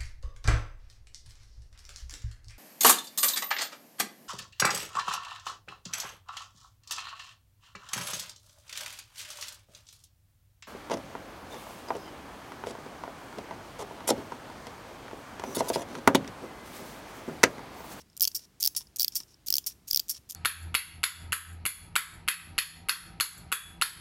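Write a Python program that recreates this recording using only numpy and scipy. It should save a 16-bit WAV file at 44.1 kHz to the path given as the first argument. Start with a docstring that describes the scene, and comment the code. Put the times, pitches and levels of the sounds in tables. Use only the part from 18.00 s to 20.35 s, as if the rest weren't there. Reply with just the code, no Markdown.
"""A quiet room, close to the microphone: fingers twist the knob of a small plastic wind-up toy five times.
Each twist takes up the slack with light ticks, then the pawl snaps over its teeth and rings the shell.
A short, fast rasp of the gears follows, and the fingertips rub and tap as they take a new grip.
Under it lie a low rumble, faint hiss and weak hum; a short room tail follows the toy."""
import sys
import numpy as np
from scipy import signal
from scipy.fft import rfft, irfft
from scipy.io import wavfile

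SR = 44100
rng = np.random.default_rng(int(sys.argv[2]) if len(sys.argv) > 2 else 0)


def file_out(sig):
    """Save sig as 16-bit WAV at sys.argv[1]."""
    # one column per channel
    cols = np.atleast_2d(sig).T
    # limit, then scale
    lim = np.clip(cols, -1, 1)
    pcm = np.round(lim * 32767).astype(np.int16)
    wavfile.write(sys.argv[1], SR, pcm)


N = 103635
HIT_S = .03  # time allowed for one hit to ring out


def undb(db):
    """Decibels to gain."""
    return 10 ** (np.asarray(db) / 20)


def seconds(length):
    """Time axis of a short sound."""
    return np.arange(int(length * SR)) / SR


def level(x, db, span=.002):
    """Give x the energy of a sound that stays at db for span seconds."""
    return x * undb(db) * np.sqrt(span * SR / (np.sum(x ** 2) + 1e-18))


def add(out, start, x):
    """Mix x into out at a time."""
    i = max(int(start * SR), 0)
    x = x[:max(len(out) - i, 0)]
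    out[i:i + len(x)] += x


def colour(x, points):
    """Minimum-phase EQ through (Hz, dB) points: nothing rings ahead of an attack."""
    hz, db = np.array(points).T
    size = 4096
    f = np.maximum(np.arange(size // 2 + 1) * SR / size, 1)
    gain = undb(np.interp(np.log(f), np.log(np.sort(hz)), db))
    cepstrum = irfft(np.log(gain))
    cepstrum[1:size // 2] *= 2
    cepstrum[size // 2 + 1:] = 0
    return signal.fftconvolve(x, irfft(np.exp(rfft(cepstrum))))[:len(x)]


def ring(push, hz, t60):
    """One resonance set ringing by a push."""
    pole = np.exp((2j * np.pi * hz - np.log(1000) / t60) / SR)
    acceleration = signal.lfilter([1, -2, 1], [1], push)
    return signal.lfilter([1], [1, -pole], acceleration).imag


def struck(hz, t60):
    """A resonance dying away after one blow."""
    t = seconds(HIT_S)
    return np.sin(2 * np.pi * hz * t) * undb(-60 * t / t60)


def contact(rise_s, fall_s):
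    """Brief chatter of two plastic faces: swells, then dies."""
    t = seconds(HIT_S)
    attack = np.minimum(t / rise_s, 1) ** 2
    decay = np.exp(-np.maximum(t - rise_s, 0) / fall_s)
    return rng.standard_normal(len(t)) * attack * decay


def friction(length, grains_per_s=710, scatter_db=.5, grain_s=.00035):
    """Two surfaces stick and slip in tiny grains."""
    n = int(length * SR)
    slips = (rng.random(n) < grains_per_s / SR) * undb(scatter_db * rng.standard_normal(n))
    grip = signal.lfilter([1], [1, -np.exp(-1 / (grain_s * SR))], slips) + .5
    return grip * rng.standard_normal(n) * signal.windows.tukey(n, .3)


# Bass-heavy room tone: (frequency [Hz], gain [dB])
AIR_EQ = [(25, -27), (45, 1), (65, 2), (200, -6), (350, -9), (500, -17), (2500, -23.5), (5300, -24.5),
          (8000, -28), (15500, -32)]
def room_tone(air_db=-63, hum_hz=140, hum_db=-80):
    """The bed: low rumble, faint hiss and a weak hum."""
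    hum = np.sqrt(2) * undb(hum_db) * np.sin(2 * np.pi * hum_hz * np.arange(N) / SR)
    air = colour(rng.standard_normal(N), AIR_EQ)
    return level(air, air_db, N / SR) + hum


# Warm tone of the reflections: (frequency [Hz], gain [dB])
REVERB_EQ = [(1500, 11), (3300, 3), (5000, -6), (7000, 3), (11500, 2), (16500, -4)]
def reverb(x, early_t60=.05, early_db=-17.5, tail_t60=.32, tail_db=-21):
    """Quick reflections from hands and table, then the short tail of the room."""
    t = seconds(.6)
    fade_in = np.minimum(t / .0019, 1)
    response = 0
    for t60, db in ((early_t60, early_db), (tail_t60, tail_db)):
        echoes = rng.standard_normal(len(t)) * undb(-60 * t / t60) * fade_in
        response = response + level(colour(echoes, REVERB_EQ), db, 1 / SR)
    return signal.fftconvolve(x, response)[:N]


# Fingertips taking a new grip: (time [s], length [s], level [dB])
FINGER_RUBS = [(0, 0.023, -55.5), (0.385, 0.078, -57), (0.794, 0.038, -54.5), (1.118, 0.029, -54),
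               (1.18, 0.054, -57), (1.268, 0.0817, -65), (1.683, 0.049, -53), (2.132, 0.0551, -51.5)]
# Tone of skin on plastic: (frequency [Hz], gain [dB])
RUB_EQ = [(500, -24), (2000, -23.5), (4200, -11), (5400, -4.5), (6400, -13), (11500, -17.5), (16000, -25.5)]
def finger_rubs():
    """Fingertips slide on the plastic, and their friction rings the shell."""
    out = np.zeros(N)
    for start, length, db in FINGER_RUBS:
        rub = level(colour(friction(length), RUB_EQ), 0)
        shell = level(ring(rub, hz=5570, t60=.0034), -6.5)
        add(out, start, level(rub + shell, db, length))
    return out


# A finger bumping the body: (time [s], knock level [dB], thump level [dB])
FINGER_KNOCKS = [(0.806, -48.5, -77), (1.204, -44.5, -51.5), (2.16, -56.5, -80)]
# Midrange tone of the bump: (frequency [Hz], gain [dB])
KNOCK_EQ = [(100, -9.5), (550, -16.5), (950, 16), (1500, 2), (8000, 1)]
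# Resonances it wakes: (frequency [Hz], relative level [dB], time to fall 60 dB [s])
BODY_MODES = [(992, -19, 0.025), (1630, -13.5, 0.0087)]
def finger_knocks():
    """A soft push rings the body over a low thump."""
    out = np.zeros(N)
    for start, db, thump_db in FINGER_KNOCKS:
        push = level(colour(contact(rise_s=.0046, fall_s=.0011), KNOCK_EQ), 0)
        modes = sum(level(struck(hz, t60), mode_db) for hz, mode_db, t60 in BODY_MODES)
        thump = level(struck(hz=270.4, t60=.021), thump_db)
        add(out, start, level(push + modes, db) + thump)
    return out


# Handling taps: (time [s], level [dB])
SHELL_TAPS = [(.099, -57), (.13, -60.5), (0.3153, -42.5), (0.381, -51.5), (.392, -45), (0.7492, -36),
              (0.7554, -45), (0.807, -41), (.815, -42), (0.87, -51.5), (1.121, -44), (1.183, -48.5),
              (1.2019, -34), (1.233, -45.5), (1.342, -50.5), (1.641, -43), (2.145, -47), (2.1485, -39.5),
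              (2.162, -44)]
# Thin, peaky tone of a tap: (frequency [Hz], gain [dB])
TAP_EQ = [(400, -24.5), (2000, -22.5), (3400, -10), (4300, -10.5), (5300, 6.5), (6500, -12.5), (9000, -11),
          (15000, -27)]
def shell_taps():
    """Knob and shell tap lightly under the fingers."""
    out = np.zeros(N)
    for start, db in SHELL_TAPS:
        tap = colour(contact(rise_s=.00069, fall_s=.0018), TAP_EQ)
        add(out, start, level(tap, db))
    return out


# Light ticks of the knob: (time [s], level before trim [dB])
SLACK_TICKS = [(0.1667, -39), (0.175, -36), (0.197, -35), (0.6008, -37), (0.605, -30), (0.6087, -30),
               (0.6118, -33), (0.618, -34), (0.6226, -33), (0.626, -27), (0.9602, -33), (0.963, -35),
               (0.9677, -33), (0.9855, -35), (0.99, -36), (0.9945, -29), (1.149, -40), (1.462, -42),
               (1.467, -35), (1.4706, -33), (1.475, -34), (1.48, -36), (1.8812, -35), (1.8858, -37),
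               (1.902, -38), (1.906, -34), (1.9288, -33), (2.083, -40), (2.0888, -38), (2.298, -34),
               (2.303, -36), (2.308, -32), (2.321, -38), (2.3483, -33)]
# Bright tone of the ticks, also of shaft scrape and pawl rattle: (frequency [Hz], gain [dB])
TICK_EQ = [(500, -45.5), (2000, -24), (5400, -3.5), (6600, 0), (7700, -6.5), (10500, -5.5), (14000, -2),
           (16500, -24.5)]
def slack_ticks(trim_db=-.5):
    """Plastic faces touch as the knob takes up its slack."""
    out = np.zeros(N)
    for start, db in SLACK_TICKS:
        tick = colour(contact(rise_s=.00056, fall_s=.0012), TICK_EQ)
        add(out, start, level(tick, db + trim_db))
    return out


# Scrapes of the knob's shaft: (time [s], length [s], level [dB])
SHAFT_SCRAPES = [(1.87, .065, -47.5), (2.288, .048, -49)]
def shaft_scrapes():
    """The shaft sticks and slips as it starts to turn."""
    out = np.zeros(N)
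    for start, length, db in SHAFT_SCRAPES:
        add(out, start, level(colour(friction(length), TICK_EQ), db, length))
    return out


# Rasp after each twist: (time [s], full-speed hold [s], level [dB], rate [teeth/s], whistle [Hz])
GEAR_RASPS = [(0.3469, 0.016, -30, 544, 13750), (0.7629, 0.01302, -27.5, 553, 10400),
              (1.1539, 0.016, -27.5, 422, 13500), (1.663, 0.012, -29, 560, 12160),
              (2.094, 0.01567, -28.5, 590, 11340)]
# Sharp, fizzy tone of the gears: (frequency [Hz], gain [dB])
GEAR_EQ = [(500, -45), (2000, -27.5), (3400, -17), (4250, -15.5), (4650, -0.5), (4900, -11.5), (5400, 6),
           (6200, -6), (8000, -8), (10150, -4.5), (10600, -9.5), (11300, -6), (15700, -6), (16500, -26.5)]
def gear_rasps(fade_s=.013, half_speed_s=.013, sag_db_per_s=82, scrape_db=-10.5, scatter_db=1.5):
    """Teeth skip by in a quick train that slows and fades, scraping and ringing a high resonance."""
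    out = np.zeros(N)
    t = seconds(.09)
    attack = np.minimum(t / .00082, 1)
    for start, hold, db, rate, whistle_hz in GEAR_RASPS:
        coasting = np.maximum(t - hold, 0)
        speed = rate / (1 + coasting / half_speed_s)
        teeth, at = np.zeros(len(t)), 0
        for gap, size in rng.standard_normal((40, 2)):
            if at >= t[-1]:
                break
            add(teeth, at, contact(rise_s=.00055, fall_s=.00053) * undb(scatter_db * size))
            at += np.exp(.23 * gap) / speed[int(at * SR)]  # slightly uneven spacing
        scrape = undb(scrape_db) * rng.standard_normal(len(t))
        envelope = attack * np.exp(-coasting / fade_s) * undb(-sag_db_per_s * t)
        rasp = level(colour((teeth + scrape) * envelope, GEAR_EQ), 0)
        whistle = level(ring(rasp, whistle_hz, t60=.0045), -10.5)
        add(out, start, level(rasp + whistle, db, hold + fade_s / 2))
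    return out


def tooth_burst(eq, peak_s=.0016, scatter_db=2.5):
    """The pawl slides off a tooth and lands: a quick burst, its length and tone new each time."""
    hz, db = np.array(eq).T
    age = 2 * seconds(HIT_S) / (peak_s * np.exp(.22 * rng.standard_normal()))
    burst = rng.standard_normal(len(age)) * (age * np.exp(-age)) ** 2
    varied_db = db + scatter_db * rng.standard_normal(len(hz))
    return colour(burst, np.column_stack([hz, varied_db]))


# The pawl clearing each tooth: (time [s], shell level [dB], crack level [dB], ring pitch [Hz])
PAWL_SNAPS = [(0.2079, -21.0, -20.5, 5380), (0.2186, -31.5, -15.5, 5430), (0.2246, -24.0, -14.5, 5520),
              (0.2293, -25.5, -16.5, 5320), (0.2351, -20.5, -25.5, 5290), (0.2428, -22.5, -24.5, 5340),
              (0.252, -20.0, -22.5, 5200), (0.2748, -24.5, -25.0, 4550), (0.2782, -23.5, -25.0, 4710),
              (0.6286, -21.0, -21.0, 5460), (0.6385, -21.0, -24.5, 5600), (0.6475, -27.5, -24.5, 4800),
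              (0.6538, -20.0, -21.0, 5240), (0.6609, -23.0, -18.5, 4740), (0.6733, -26.0, -31.0, 4680),
              (0.6752, -19.0, -17.0, 5190), (0.9971, -20.5, -22.0, 5600), (1.0051, -24.0, -22.5, 4660),
              (1.0092, -28.0, -24.5, 4580), (1.0132, -24.5, -22.0, 5080), (1.0198, -24.0, -22.0, 5400),
              (1.0307, -23.5, -21.0, 5130), (1.0456, -20.0, -21.0, 4740), (1.0812, -23.5, -24.5, 5150),
              (1.4842, -27.5, -26.0, 5330), (1.5036, -24.5, -18.0, 5400), (1.5254, -21.0, -22.0, 5220),
              (1.54, -17.0, -24.0, 5290), (1.5546, -21.5, -21.5, 4810), (1.5669, -24.5, -21.5, 5140),
              (1.5826, -23.0, -21.0, 5030), (1.9107, -19.0, -23.5, 5050), (1.9318, -24.0, -22.5, 5020),
              (1.9464, -17.0, -23.5, 5200), (1.9603, -20.0, -18.5, 5470), (1.9729, -19.5, -21.0, 5440),
              (1.9953, -25.0, -30.5, 4560), (1.9984, -23.0, -24.0, 4700)]
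# Body of the snap, from the plastic shell: (frequency [Hz], gain [dB])
SHELL_EQ = [(300, -48), (2000, -33), (3300, -11), (4100, -11), (4550, 2), (5600, 0), (6200, -5), (6800, -8),
            (7500, -18), (9000, -30)]
# Crisp top of the snap: (frequency [Hz], gain [dB])
CRACK_EQ = [(2500, -46), (5000, -32), (7400, -13), (9900, -7), (10500, -13), (11100, -6), (12800, -1),
            (15300, 1), (16500, -12)]
def pawl_snaps(lead_s=.0005, ring_rise_s=.0008, rattle_db=-19, rattle_fall_s=.006):
    """Each snap shakes the shell, pings at its own pitch, cracks brightly and leaves a faint rattle."""
    out = np.zeros(N)
    t = seconds(HIT_S)
    ping_attack = (1 - np.exp(-t / ring_rise_s)) ** 2
    for start, shell_db, crack_db, hz in PAWL_SNAPS:
        shell = level(tooth_burst(SHELL_EQ), 0)
        crack = level(tooth_burst(CRACK_EQ), crack_db)
        t60 = .0042 * (5350 / hz) ** 5  # lower rings last longer
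        ping = level(struck(hz, t60) * ping_attack, 0)
        grains = friction(HIT_S) * np.exp(-t / rattle_fall_s)
        rattle = level(colour(grains, TICK_EQ), crack_db + rattle_db)
        add(out, start - lead_s, level(shell + ping, shell_db) + crack + rattle)
    return out


def scene():
    """The toy and the hands up front, the room behind them, in mono."""
    toy = pawl_snaps() + slack_ticks() + shell_taps() + finger_knocks()
    toy += gear_rasps() + finger_rubs() + shaft_scrapes()
    return (toy + reverb(toy) + room_tone())[None]


def record(dry):
    """A steep low-pass takes off the very top, above 16.4 kHz."""
    return signal.sosfilt(signal.ellip(10, .2, 80, 16400, fs=SR, output="sos"), dry)


dry = scene()
out = record(dry)
file_out(out)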